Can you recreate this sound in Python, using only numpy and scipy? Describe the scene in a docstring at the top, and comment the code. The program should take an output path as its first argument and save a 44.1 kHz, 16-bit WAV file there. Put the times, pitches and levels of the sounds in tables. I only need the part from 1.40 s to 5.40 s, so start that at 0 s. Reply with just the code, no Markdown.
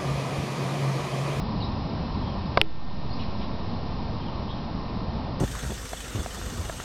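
"""A shaded lawn: distant traffic rumbles under a wash of tyres, leaves hiss faintly, and a few small
birds whistle and rasp, their calls scattered by the trees. Something close to the camera knocks, then
snaps; the snap overloads the input and the gain control ducks the background for half a second.
The camera's own faint whine and hiss stay level."""
import sys
import numpy as np
from scipy import signal
from scipy.fft import rfft, irfft
from scipy.io import wavfile
from scipy.ndimage import uniform_filter1d, minimum_filter1d

SR = 44100
rng = np.random.default_rng(int(sys.argv[2]) if len(sys.argv) > 2 else 0)


def store_wav(level_fs):
    """Save 16-bit WAV to argv[1]."""
    pcm = np.round(np.clip(np.atleast_2d(level_fs), -1, 1) * 32767)
    wavfile.write(sys.argv[1], SR, pcm.T.astype(np.int16))


N = 176400
TIME = np.arange(N) / SR
ATTACK_S = 0.0028  # how fast the duck and the overload's offset set in


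def amp(db):
    """Decibels to gain."""
    return 10 ** (np.asarray(db) / 20)


def unit(x):
    """Scales to an rms of one."""
    return x / np.sqrt(np.mean(x ** 2) + 1e-20)


def add(mix, start_s, sound):
    """Mixes a sound in at a time."""
    part = mix[round(start_s * SR):][:len(sound)]
    part += sound[:len(part)]


def noise(eq, size):
    """Steady noise at unit rms, shaped by an EQ curve and silent above its last point."""
    freq_hz, gain_db = np.transpose(eq)
    bins_hz = np.fft.rfftfreq(size, 1 / SR)
    curve = amp(np.interp(np.log(bins_hz + 1), np.log(freq_hz), gain_db, right=-100))
    return unit(irfft(rfft(rng.standard_normal(size)) * curve, size))


def drift(rate_hz):
    """Smooth random wandering at unit rms."""
    rolloff = np.exp(-(np.fft.rfftfreq(N, 1 / SR) / rate_hz) ** 2)
    return unit(irfft(rfft(rng.standard_normal(N)) * rolloff, N))


def wash(eq, patchy_db):
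    """Noise whose level drifts in patches of time and frequency."""
    frames = signal.stft(noise(eq, N), SR, nperseg=1024, noverlap=768)[2]
    patches = uniform_filter1d(rng.standard_normal(frames.shape), size=5, axis=0)
    patches = unit(uniform_filter1d(patches, size=12, axis=1))
    return unit(signal.istft(frames * amp(patchy_db * patches), nperseg=1024, noverlap=768)[1][:N])


def traffic():
    """Engine rumble and tyre wash from far roads, swelling gently together."""
    # Engine and tyre tone: freq_hz, gain_db
    rumble_eq = [(15, -9.5), (35, -1), (70, 0.5), (100, -1), (160, -2), (210, -1.5), (300, -9.5),
                 (420, -22.5), (900, -51.5)]
    tyre_eq = [(100, -3.5), (380, -1), (620, -1), (800, -0.5), (1050, 0.5), (1230, -7), (1450, -16),
               (2100, -22.5), (5000, -47)]
    # Traffic swell: time_s, gain_db
    swell = [(0, 2.5), (.6, 3), (1.15, 1), (2.1, 0), (2.7, -0.14), (3.3, 0.5), (4, 1)]
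    swell_db = np.interp(TIME, *np.transpose(swell))
    rumble = amp(-32 + swell_db) * wash(rumble_eq, patchy_db=0.32)
    tyres = amp(-38.5 + 0.64 * swell_db) * wash(tyre_eq, patchy_db=0.88)
    return rumble + tyres


def leaves():
    """Faint even hiss of the trees, easing slowly."""
    # Leaf tone: freq_hz, gain_db
    leaf_eq = [(600, -10), (1500, -7.5), (2600, 0.5), (3400, -2.5), (4200, 3.5), (4600, -1.5), (5050, 1.5),
               (5600, -7), (6000, -19), (6400, -61.5)]
    ease_db_per_s = 0.75
    return amp(-47.5 - ease_db_per_s * TIME) * wash(leaf_eq, patchy_db=0.64)


def camera():
    """Thin wavering whine and hiss of the camera itself."""
    # Whine partials: pitch_hz, level_db
    partials = [(1351, -62.5), (1570, -66), (1825, -61.5), (2977, -70), (3564, -65.5), (3801, -67.5)]
    # Hiss tone: freq_hz, gain_db
    hiss_eq = [(100, -2.5), (1600, -2), (3000, -1), (4200, -0.5), (5100, -7), (5600, -6), (6000, -17.5),
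               (6400, -52)]
    whine = np.zeros(N)
    for pitch_hz, level_db in partials:
        wavering_hz = pitch_hz + 5 * drift(rate_hz=25)
        whine += amp(level_db) * unit(np.sin(2 * np.pi * np.cumsum(wavering_hz) / SR))
    return whine + amp(-55.5) * noise(hiss_eq, N)


def bird_whistles():
    """Tiny warbling notes, each gliding through three pitches."""
    # Notes: start_s, length_s, level_db, start_hz, middle_hz, end_hz
    notes = [(.2, .02, -49, 5240, 4500, 4000), (.213, .026, -40.5, 3970, 3830, 3780),
             (0.192, .035, -53.5, 3100, 2800, 2600), (0.237, .022, -54, 4760, 5100, 5300),
             (0.788, 0.16, -57.5, 3110, 3235, 3040), (1.696, 0.028, -49.5, 5050, 4360, 4230),
             (1.725, 0.019, -48.5, 4260, 4800, 5300), (2.8, .04, -52, 3530, 3100, 3100),
             (2.846, .055, -52.5, 3460, 3150, 2750), (3.069, .075, -51.5, 2965, 3190, 3240),
             (3.082, 0.051, -52.5, 3780, 3650, 3630)]
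    out = np.zeros(N)
    warble_hz = 111 * drift(rate_hz=300)
    for start_s, length_s, level_db, *glide_hz in notes:
        progress = np.linspace(0, 1, round(length_s * SR))
        pitch_hz = np.polyval(np.polyfit([0, .5, 1], glide_hz, 2), progress)
        pitch_hz += warble_hz[round(start_s * SR):][:len(progress)]
        envelope = np.sin(np.pi * progress ** 1.3)
        tone = np.sin(2 * np.pi * np.cumsum(pitch_hz) / SR)
        add(out, start_s, amp(level_db) * unit(envelope * tone))
    return out


def tree_scatter(calls, t60_s=0.29, wet_db=-2):
    """The trees trail each call with a short tail of sparse echoes."""
    t = TIME[:SR // 2]
    echoes = rng.standard_normal(len(t)) * (rng.random(len(t)) < .05) * amp(-60 * t / t60_s)
    return calls + amp(wet_db) * signal.fftconvolve(calls, echoes / np.linalg.norm(echoes))[:N]


def strike(modes, rise_s, crack_db, crack_t60_s=.012):
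    """One hard contact: damped modes of alternating sign and a short crack of noise."""
    # Crack tone: freq_hz, gain_db
    crack_eq = [(200, 1.5), (1500, 42), (3000, -22), (5000, -11.5), (5800, -38), (6400, -73.5)]
    t = TIME[:SR // 2]
    ring = sum((-1) ** k * amp(level_db - 60 * t / t60_s) * np.sin(2 * np.pi * pitch_hz * t)
               for k, (pitch_hz, level_db, t60_s) in enumerate(modes))
    crack = amp(crack_db - 60 * t / crack_t60_s) * noise(crack_eq, len(t))
    onset = np.sin(np.pi / 2 * np.minimum(t / rise_s, 1)) ** 2
    return (ring + crack) * onset


def knock():
    """A dull, close knock: two contacts in quick succession."""
    # Contacts: start_s, gain_db
    contacts = [(1.1736, 1.5), (1.1754, 0.5)]
    # Knock resonances: pitch_hz, level_db, t60_s
    modes = [(184.9, -27, 0.088), (440, -6, 0.006), (546, -31.5, .13), (733, -8, 0.015),
             (1002, -16.5, 0.033), (1230, -2, 0.0052), (1560, -17, 0.015), (2000, -11.5, 0.0092),
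             (3570, -21.5, .01), (4750, -19.5, 0.0084)]
    out = np.zeros(N)
    for start_s, gain_db in contacts:
        add(out, start_s, amp(gain_db) * strike(modes, rise_s=0.00036, crack_db=-28))
    return out


def snap(start_s=1.2144):
    """One loud, bright contact that leaves a faint low ring."""
    # Snap resonances: pitch_hz, level_db, t60_s
    modes = [(323.5, -23.5, .38), (420, -19, .12), (590, -23, .04), (845, -13, .02), (2190, -8, 0.014),
             (2345, -11, .012), (2810, 16, .0026), (4470, -14, 0.00895), (5370, -12, 0.0063)]
    out = np.zeros(N)
    add(out, start_s, strike(modes, rise_s=0.00077, crack_db=-15.5))
    return out


def gain_control(treble, limit_db=-10, hold_s=0.12, recover_db_per_s=22):
    """Gain that drops fast on a treble peak, holds, and climbs back steadily."""
    over_db = np.maximum(20 * np.log10(abs(treble) + 1e-9) - limit_db, 0)
    half_hold = round(hold_s * SR / 2)
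    held_db = -minimum_filter1d(-over_db, 2 * half_hold + 1, origin=half_hold)
    recovery_db = recover_db_per_s * TIME
    duck_db = np.maximum.accumulate(held_db + recovery_db) - recovery_db
    pole = np.exp(-1 / (ATTACK_S * SR))
    return amp(-signal.lfilter([1 - pole], [1, -pole], duck_db))


def overload(treble, ceiling=.66, kick=0.059, settle_s=1.1):
    """The treble flattens at the ceiling; its tallest peak kicks the input off centre."""
    since_s = TIME - TIME[np.argmax(abs(treble))]
    offset = kick * np.clip(since_s / ATTACK_S, 0, 1) * np.exp(-abs(since_s) / settle_s)
    return np.clip(treble, -ceiling, ceiling) + offset


def bird_rasps():
    """Two harsh calls: short puffs of bright noise."""
    # Calls: start_s, length_s, level_db
    calls = [(1.788, 0.065, -45), (2.005, 0.056, -47)]
    # Rasp tone: freq_hz, gain_db
    rasp_eq = [(1500, -28), (2300, -2.5), (2650, -2.5), (3000, 2), (3500, -6), (4050, 3.5), (4500, -12),
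               (5500, -8.5), (6300, -57.5)]
    rasp = noise(rasp_eq, N)
    out = np.zeros(N)
    for start_s, length_s, level_db in calls:
        progress = np.clip((TIME - start_s) / length_s, 0, 1)
        out += amp(level_db) * rasp * np.sin(np.pi * progress ** 0.61)
    return out


def scene():
    """A mono bed of traffic and leaves, birds in the trees, the knock and snap up close."""
    bed = traffic() + leaves()
    birds = tree_scatter(bird_whistles() + bird_rasps())
    return (bed + birds + knock() + snap())[None]


def record(dry, mic_hz=6000, split_hz=2300, edge_hz=16350):
    """A dull microphone, ducking and treble overload, then camera noise and a band limit."""
    mic = signal.fftconvolve(dry[0], signal.firwin(101, mic_hz, fs=SR), "same")
    body = signal.fftconvolve(mic, signal.firwin(101, split_hz, fs=SR), "same")
    treble = mic - body
    gain = gain_control(treble)
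    mix = gain * body + overload(gain * treble) + camera()
    band_limit = signal.firwin(255, edge_hz, window=("kaiser", 9), fs=SR)
    return signal.fftconvolve(mix, band_limit, "same")[None]


dry = scene()
out = record(dry)
store_wav(out)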